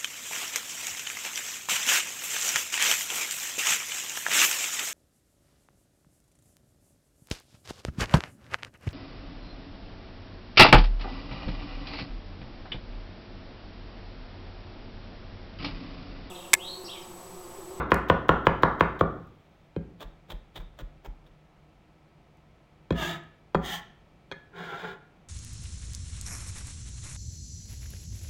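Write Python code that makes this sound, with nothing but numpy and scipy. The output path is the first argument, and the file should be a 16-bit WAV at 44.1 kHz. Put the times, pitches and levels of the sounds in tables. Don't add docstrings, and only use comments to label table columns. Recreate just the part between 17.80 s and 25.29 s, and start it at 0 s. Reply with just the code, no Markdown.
import sys
import numpy as np
from scipy import signal
from scipy.fft import rfft, irfft, next_fast_len
from scipy.io import wavfile
from scipy.ndimage import uniform_filter1d, minimum_filter1d, map_coordinates

SR = 44100
rng = np.random.default_rng(int(sys.argv[2]) if len(sys.argv) > 2 else 0)


def pcm_store(signal):
    levels = np.round(np.clip(np.atleast_2d(signal), -1, 1) * 32767)
    wavfile.write(sys.argv[1], SR, levels.astype(np.int16).T)


N = 330155
SPAN = 30000
TIME_S, AGE_S = np.arange(N) / SR, np.arange(SPAN) / SR


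def amp(db):
    return 10 ** (np.asarray(db) / 20)


def unit(x):
    return x / np.sqrt(np.mean(x ** 2) + 1e-20)


def along(points, hz):
    point_hz, values = np.transpose(points)
    return np.interp(np.log(hz + 1), np.log(point_hz + 1), values)


def filtered(x, response):
    size = next_fast_len(len(x) + 4096, real=True)
    return irfft(rfft(x, size) * response(np.fft.rfftfreq(size, 1 / SR)), size)[:len(x)]


def coloured(x, spectrum):
    return unit(filtered(x, lambda hz: amp(along(spectrum, hz))))


def wobble(rate_hz):
    return map_coordinates(rng.standard_normal(int(N * rate_hz / SR) + 4), [TIME_S * rate_hz / SR])


def add(track, at_s, sound):
    start = round(at_s * SR)
    part = sound[max(-start, 0):N - start]
    track[max(start, 0):][:len(part)] += part


def grains(rate_hz, spread_db=2.5):
    snaps = (rng.random(N) < rate_hz / SR) * rng.standard_normal(N)
    return unit(snaps * amp(spread_db * rng.standard_normal(N)))


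def ring(modes, freedom=1, detune=0):
    out = np.zeros(SPAN)
    for k, (hz, db, t60_s) in enumerate(modes):
        t = AGE_S[AGE_S < t60_s * freedom * np.sqrt(2)]
        hz = hz * (1 + detune * (1 - freedom) * rng.standard_normal())
        envelope = amp(db + 2 * rng.standard_normal() - 60 * t / (t60_s * freedom))
        out[:len(t)] += (-1) ** k * envelope * np.sin(2 * np.pi * hz * t)
    return out


# (frequency [Hz], relative level [dB])
AIR_SPECTRUM = [(15, -23), (25, -6.5), (53, -3.5), (123, -8.5), (153, -2.5), (285, -16), (309, -10),
                (427, -15.5), (714, -15), (988, -20), (1330, -24), (1480, -26), (2350, -25.5),
                (12200, -52.5), (16000, -50)]
# (frequency [Hz], rms level [dB])
HUM_PARTIALS = [(48.4, -78.5), (150.7, -67.5), (312, -76.5), (710.6, -81), (1303, -79.5), (2320, -84.5)]


def room_tone(air_db=-59):
    hum = sum(amp(db) * np.sqrt(2) * np.sin(2 * np.pi * hz * TIME_S + 0.8 * wobble(7))
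              for hz, db in HUM_PARTIALS)
    return amp(air_db) * coloured(rng.standard_normal(N), AIR_SPECTRUM) + hum


# (frequency [Hz], t60 [s])
ROOM_DECAY = [(80, 0.8), (210, 0.72), (560, 0.41), (1400, 0.54), (4000, 0.48), (12000, 0.22)]
# (frequency [Hz], gain [dB])
ROOM_SPECTRUM = [(60, -4), (160, -2), (400, -2), (800, 1), (1050, -2), (1400, -1), (2000, -1.5), (3400, -5),
                 (5000, -5), (8000, -4.5), (14000, -3)]


def room_tail(build_s=0.0062):
    band_hz, t, bands = signal.stft(rng.standard_normal(SPAN), SR, nperseg=256)
    decay = amp(-60 * t / along(ROOM_DECAY, band_hz)[:, None])
    tail = signal.istft(bands * decay, SR, nperseg=256)[1][:SPAN]
    tail *= 1 - np.exp(-(AGE_S / build_s) ** 2)
    return filtered(tail / np.linalg.norm(tail), lambda hz: amp(along(ROOM_SPECTRUM, hz)))


# (time [s], level [dB])
TICK_EVENTS = [(0.144, -24), (1.472, -56), (2.7922, -50), (4.572, -58.5), (5.438, -55)]


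def ticks(t60_s=0.001):
    out = np.zeros(N)
    for at_s, db in TICK_EVENTS:
        add(out, at_s, amp(db - 60 * AGE_S / t60_s) * rng.standard_normal(SPAN))
    return out


# (time [s], speed-up [s], steady [s], slow-down [s], rub [dB], hiss [dB],
# pitch sag [ratio], bending time [s])
SCRAPE_STROKES = [(5.114, 0.12, 0.014, 0.19, -31, -45, 0.0655, 0.14),
                  (5.785, .12, .035, 0.092, -34, -42.5, .045, 0.18),
                  (6.705, 0.1, 0.28, 0.11, -40, -65, .05, .25)]
# (frequency [Hz], width [Hz], level [dB])
GRIP_MODES = [
    [(165, 4.9, 13), (355, 26, 2.5), (685, 18, 7), (967, 79, -4), (1290, 12, 13), (1756, 35, 7.5),
     (1935, 38, 0.5), (2170, 230, -8.5), (2870, 190, -5.5), (3630, 530, -6.5), (6900, 830, -54)],
    [(178, 12, -4), (450, 79, -17), (732, 41, -1), (880, 38, 0.5), (1124, 15, 3), (1420, 54, -1.5),
     (1855, 63, 4.5), (2040, 25, 5.5), (2160, 130, -10.5), (3310, 230, -1), (3730, 1400, -19.5),
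     (7170, 850, -9)],
    [(175.5, 11, 5), (393, 15.5, 4.5), (451, 60, -2), (737, 30, -3), (862, 17, 1), (1082, 88, -4.5),
     (1440, 33, 6), (1650, 108, 0), (2090, 294, -9), (3650, 980, -17)],
]
# (time [s], boost of the low rub [dB])
GRAIN_BITES = [(5.227, 4.5), (5.345, 4), (6.812, 2), (6.937, 8.5), (7.045, 8)]
# (frequency [Hz], relative level [dB])
HISS_SPECTRUM = [(1000, -20), (3800, 11.5), (4600, 9.5), (5700, 7), (7200, 11.5), (9000, -1), (11000, -2.5),
                 (15000, 6)]


def scrapes(drag_db=4, bite_s=0.014, spring_back_s=0.041, plate_hz=2200, split_hz=2500):
    out = np.zeros(N)
    catches = grains(rate_hz=5000) * amp(2.5 * wobble(90))
    unbent_pitch = 1.02 + 0.017 * wobble(18)
    drag = amp(drag_db * wobble(25))
    bite = amp(sum(db * np.exp(-((TIME_S - at_s) / bite_s) ** 2) for at_s, db in GRAIN_BITES))
    dense = rng.standard_normal(SPAN) * amp(-60 * AGE_S / 0.05)
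    plate = filtered(dense / np.linalg.norm(dense), lambda hz: hz > plate_hz)
    plate += filtered(signal.unit_impulse(SPAN), lambda hz: 1 / (1 + 1j * hz / plate_hz) ** 2)
    for stroke, grip in zip(SCRAPE_STROKES, GRIP_MODES):
        at_s, rise_s, hold_s, fall_s, rub_db, hiss_db, sag, bend_s = stroke
        length_s = rise_s + hold_s + fall_s
        during = (TIME_S > at_s) & (TIME_S < at_s + length_s)
        t = TIME_S[during] - at_s
        ramp = np.interp(t, [0, rise_s, rise_s + hold_s, length_s], [0, 1, 1, 0])
        speed = np.sin(np.pi / 2 * ramp) ** 2
        bend = np.interp(t, [0, bend_s, bend_s + spring_back_s], [0, 1, 0]) ** 2
        glide = np.cumsum(unbent_pitch[during] - sag * bend)
        drive = signal.fftconvolve(catches[round(at_s * SR):][:SR], plate)[:SR]
        resonant = filtered(drive, lambda hz: grip_response(grip, hz))
        body = unit(map_coordinates(resonant, [glide]))
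        low = filtered(body, lambda hz: 1 / (1 + (hz / split_hz) ** 8))
        rub = low * bite[during] + (body - low) * speed ** 0.7
        hiss = unit(map_coordinates(coloured(drive, HISS_SPECTRUM), [glide]))
        out[during] += amp(rub_db) * speed ** 0.96 * drag[during] * rub
        out[during] += amp(hiss_db) * speed ** 1.7 * hiss
    return out


def grip_response(modes, hz, cutoff_hz=7500):
    response = sum((-1) ** k * amp(db) * 1j * hz * width_hz / (mode_hz**2 - hz**2 + 1j * hz * width_hz)
                   for k, (mode_hz, width_hz, db) in enumerate(modes))
    return response / (1 + (hz / cutoff_hz) ** 4)


# (frequency [Hz], relative level [dB])
WAVE_SPECTRUM = [(40, -10), (140, -17), (250, -6.5), (450, 15), (650, 8.5), (800, 7), (1050, 15.5),
                 (1400, 5.5), (2000, -5.5), (2550, -10), (3200, -7), (5000, -17.5), (9000, -19.5),
                 (15000, -28)]
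# (frequency [Hz], relative level [dB], t60 [s])
BOARD_MODES = [(59, -7.5, 0.46), (86, 0.5, 0.14), (165.7, 4.5, 0.13), (199.3, -6.5, 0.15),
               (248.9, -10.5, 0.44), (300.5, -6.5, 0.14), (390.4, 1, 0.13), (408.7, -21, 0.33),
               (556, -3.5, .18), (739, -14.5, .3), (733, -18.5, 0.39), (915, -26.5, 0.56),
               (1030, -25, 0.23), (1175, -12.5, 0.25), (1307, -20, 0.37), (1459, -11.5, 0.31),
               (1737, -20.5, 0.58)]


def board_strike(contact_hz, delay_at_1khz_s=0.0026, wave_db=19, modes_db=-26):
    fibres = 0.3 * rng.standard_normal(SPAN) * amp(-60 * AGE_S / 0.021)
    fibres = filtered(fibres, lambda hz: (1j * hz / (2500 + 1j * hz)) ** 2)
    wave = filtered(signal.unit_impulse(SPAN) + fibres, lambda hz: amp(wave_db + along(WAVE_SPECTRUM, hz)))
    wood = wave + amp(modes_db) * ring(BOARD_MODES)
    dispersion = lambda hz: np.exp(-4j * np.pi * delay_at_1khz_s * np.sqrt(1000 * hz))
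    return filtered(wood, lambda hz: dispersion(hz) / np.sqrt(1 + (hz / contact_hz) ** 5.08))


# (frequency [Hz], relative level [dB], t60 [s])
BLADE_MODES = [(413, 0, 0.12), (840, -3, 0.025), (1240, -6.5, .15), (1700, -10.5, 0.9), (1580, 4.5, 0.033),
               (2050, -11, 0.32), (2480, -1.5, 0.099), (3010, -9, 0.07), (3280, -1, 0.12),
               (3780, -6, 0.051), (4300, -5, 0.042), (5200, -14, 0.017), (5700, -21, .1),
               (6820, -23.5, 0.17), (7700, -25, 0.0508)]


def knock(blow_db, contact_hz, clack_db, kitchen, freedom, room_db, fresh_share=0.18, lag_s=0.000967):
    clack = amp(clack_db) * ring(BLADE_MODES, freedom, detune=0.071)
    clack = np.pad(clack, (round(lag_s * SR), 0))[:SPAN]
    blow = amp(blow_db) * board_strike(contact_hz) + clack
    tail = (kitchen + fresh_share * room_tail()) / np.hypot(1, fresh_share)
    return blow + amp(room_db) * signal.fftconvolve(blow, tail)[:SPAN]


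# (time [s], blow [dB], contact cutoff [Hz], clack [dB], blade freedom [0-1])
BLADE_TOUCHES = [(1.9619, -4.5, 370, -49.5, 0.36), (5.1053, 3, 378, -32.5, 0.3),
                 (5.123, -16, 606, -43, 0.58), (5.7456, -0.5, 746, -31.5, 0.15),
                 (5.7507, -6, 1115, -43, 0.9), (6.5137, -23.5, 1050, -36.5, 0.44),
                 (6.521, -28.5, 1490, -38.5, 0.42)]


def set_downs(kitchen):
    out = np.zeros(N)
    for at_s, blow_db, contact_hz, clack_db, freedom in BLADE_TOUCHES:
        add(out, at_s, knock(blow_db, contact_hz, clack_db, kitchen, freedom, room_db=-11))
    return out


# (frequency [Hz], relative level [dB])
CRUNCH_SPECTRUM = [(50, -7.5), (100, 16), (200, 3.5), (500, 15.5), (1200, 8), (2000, 1), (2750, -4.5),
                   (3500, -6.5), (4400, -13), (7000, -14), (10000, -32), (15000, -10.5)]
# (frequency [Hz], relative level [dB])
BUZZ_SPECTRUM = [(2000, -18.5), (2900, -13), (3250, 1.5), (3800, -3.5), (4200, -16), (6000, -29)]


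def crunch(crunch_db, buzz_db):
    bursts = grains(rate_hz=6000)[:SPAN]
    cells = amp(crunch_db) * coloured(bursts, CRUNCH_SPECTRUM)
    return cells + amp(buzz_db) * coloured(bursts, BUZZ_SPECTRUM)


# (time [s], sinking time [s], crunch [dB], blade buzz [dB], weight on the board [dB])
ROCKING_CUTS = [(2.203, 0.037, -40, -47, -6), (2.5, 0.028, -38, -42.5, -1), (2.756, .028, -42, -42.5, -2.5),
                (2.8, 0.0191, -46.5, -77, -8), (2.987, 0.03, -39.5, -53, -1), (3.247, .024, -39.5, -60, -1),
                (3.464, 0.017, -60, -60.5, -23)]


def rocking_cuts(creak_s=0.018, landing_db=-17.5, sway_hz=39.5, sway_db=-31, sway_rise_s=0.028):
    out = np.zeros(N)
    swell = AGE_S / sway_rise_s
    sway = amp(sway_db) * swell * np.exp((1 - swell ** 2) / 2) * np.sin(2 * np.pi * sway_hz * AGE_S)
    for at_s, sink_s, crunch_db, buzz_db, weight_db in ROCKING_CUTS:
        depth = (AGE_S - creak_s) / sink_s
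        pressure = np.interp(depth, [-creak_s / sink_s, 0, 0.1, 0.75, 1.2], [0, 0.15, 0.65, 0.48, 0])
        add(out, at_s - creak_s, pressure * crunch(crunch_db, buzz_db))
        landing = amp(landing_db) * board_strike(contact_hz=190)
        add(out, at_s + sink_s, amp(weight_db) * (sway + landing))
    return out


# (time [s], blow [dB], contact cutoff [Hz], time in the garlic [s])
FAST_CHOPS = [(-.06, 3.5, 1700, 0.0066), (0.1172, 3.5, 1730, 0.012), (0.2981, 3, 1740, 0.014),
              (0.4904, 3.5, 1820, 0.0072), (0.6676, 1.5, 1750, 0.014), (0.8322, 2, 1790, 0.01),
              (1.0071, 0.5, 1840, 0.012), (1.2087, 1.5, 1050, 0.017)]


def chops(kitchen, clack_rel_db=-28.5, click_rel_db=-44.5, click_t60_s=0.004, click_lag_s=0.003):
    out = np.zeros(N)
    hardest_hz = max(contact_hz for _, _, contact_hz, _ in FAST_CHOPS)
    for at_s, blow_db, contact_hz, slice_s in FAST_CHOPS:
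        pressure = np.interp(AGE_S / slice_s, [0, 0.15, 1.15, 1.4], [0.24, 0.67, 0.31, 0.013])
        add(out, at_s - slice_s, pressure * crunch(crunch_db=-37.5, buzz_db=-47))
        edge_db = blow_db + 20 * np.log10(contact_hz / hardest_hz)
        click = amp(edge_db + click_rel_db - 60 * AGE_S / click_t60_s) * rng.standard_normal(SPAN)
        add(out, at_s + click_lag_s, click)
        add(out, at_s, knock(blow_db, contact_hz, edge_db + clack_rel_db, kitchen, freedom=0.1, room_db=-8))
    return out


def scene():
    kitchen = room_tail()
    light_work = rocking_cuts() + ticks() + scrapes()
    reverb = amp(-9.5) * signal.fftconvolve(light_work, room_tail())[:N]
    return (chops(kitchen) + set_downs(kitchen) + light_work + reverb + room_tone())[None]


def record(dry):
    ceiling, hold_samples, top_hz = 0.65, 45, 16100
    needed_gain = ceiling / np.maximum(np.abs(dry[0]), ceiling)
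    gain = uniform_filter1d(minimum_filter1d(needed_gain, hold_samples), hold_samples)
    return filtered(dry[0] * gain, lambda hz: np.clip((top_hz - hz) / 500 + 0.5, 0, 1))[None]


dry = scene()
out = record(dry)
pcm_store(out)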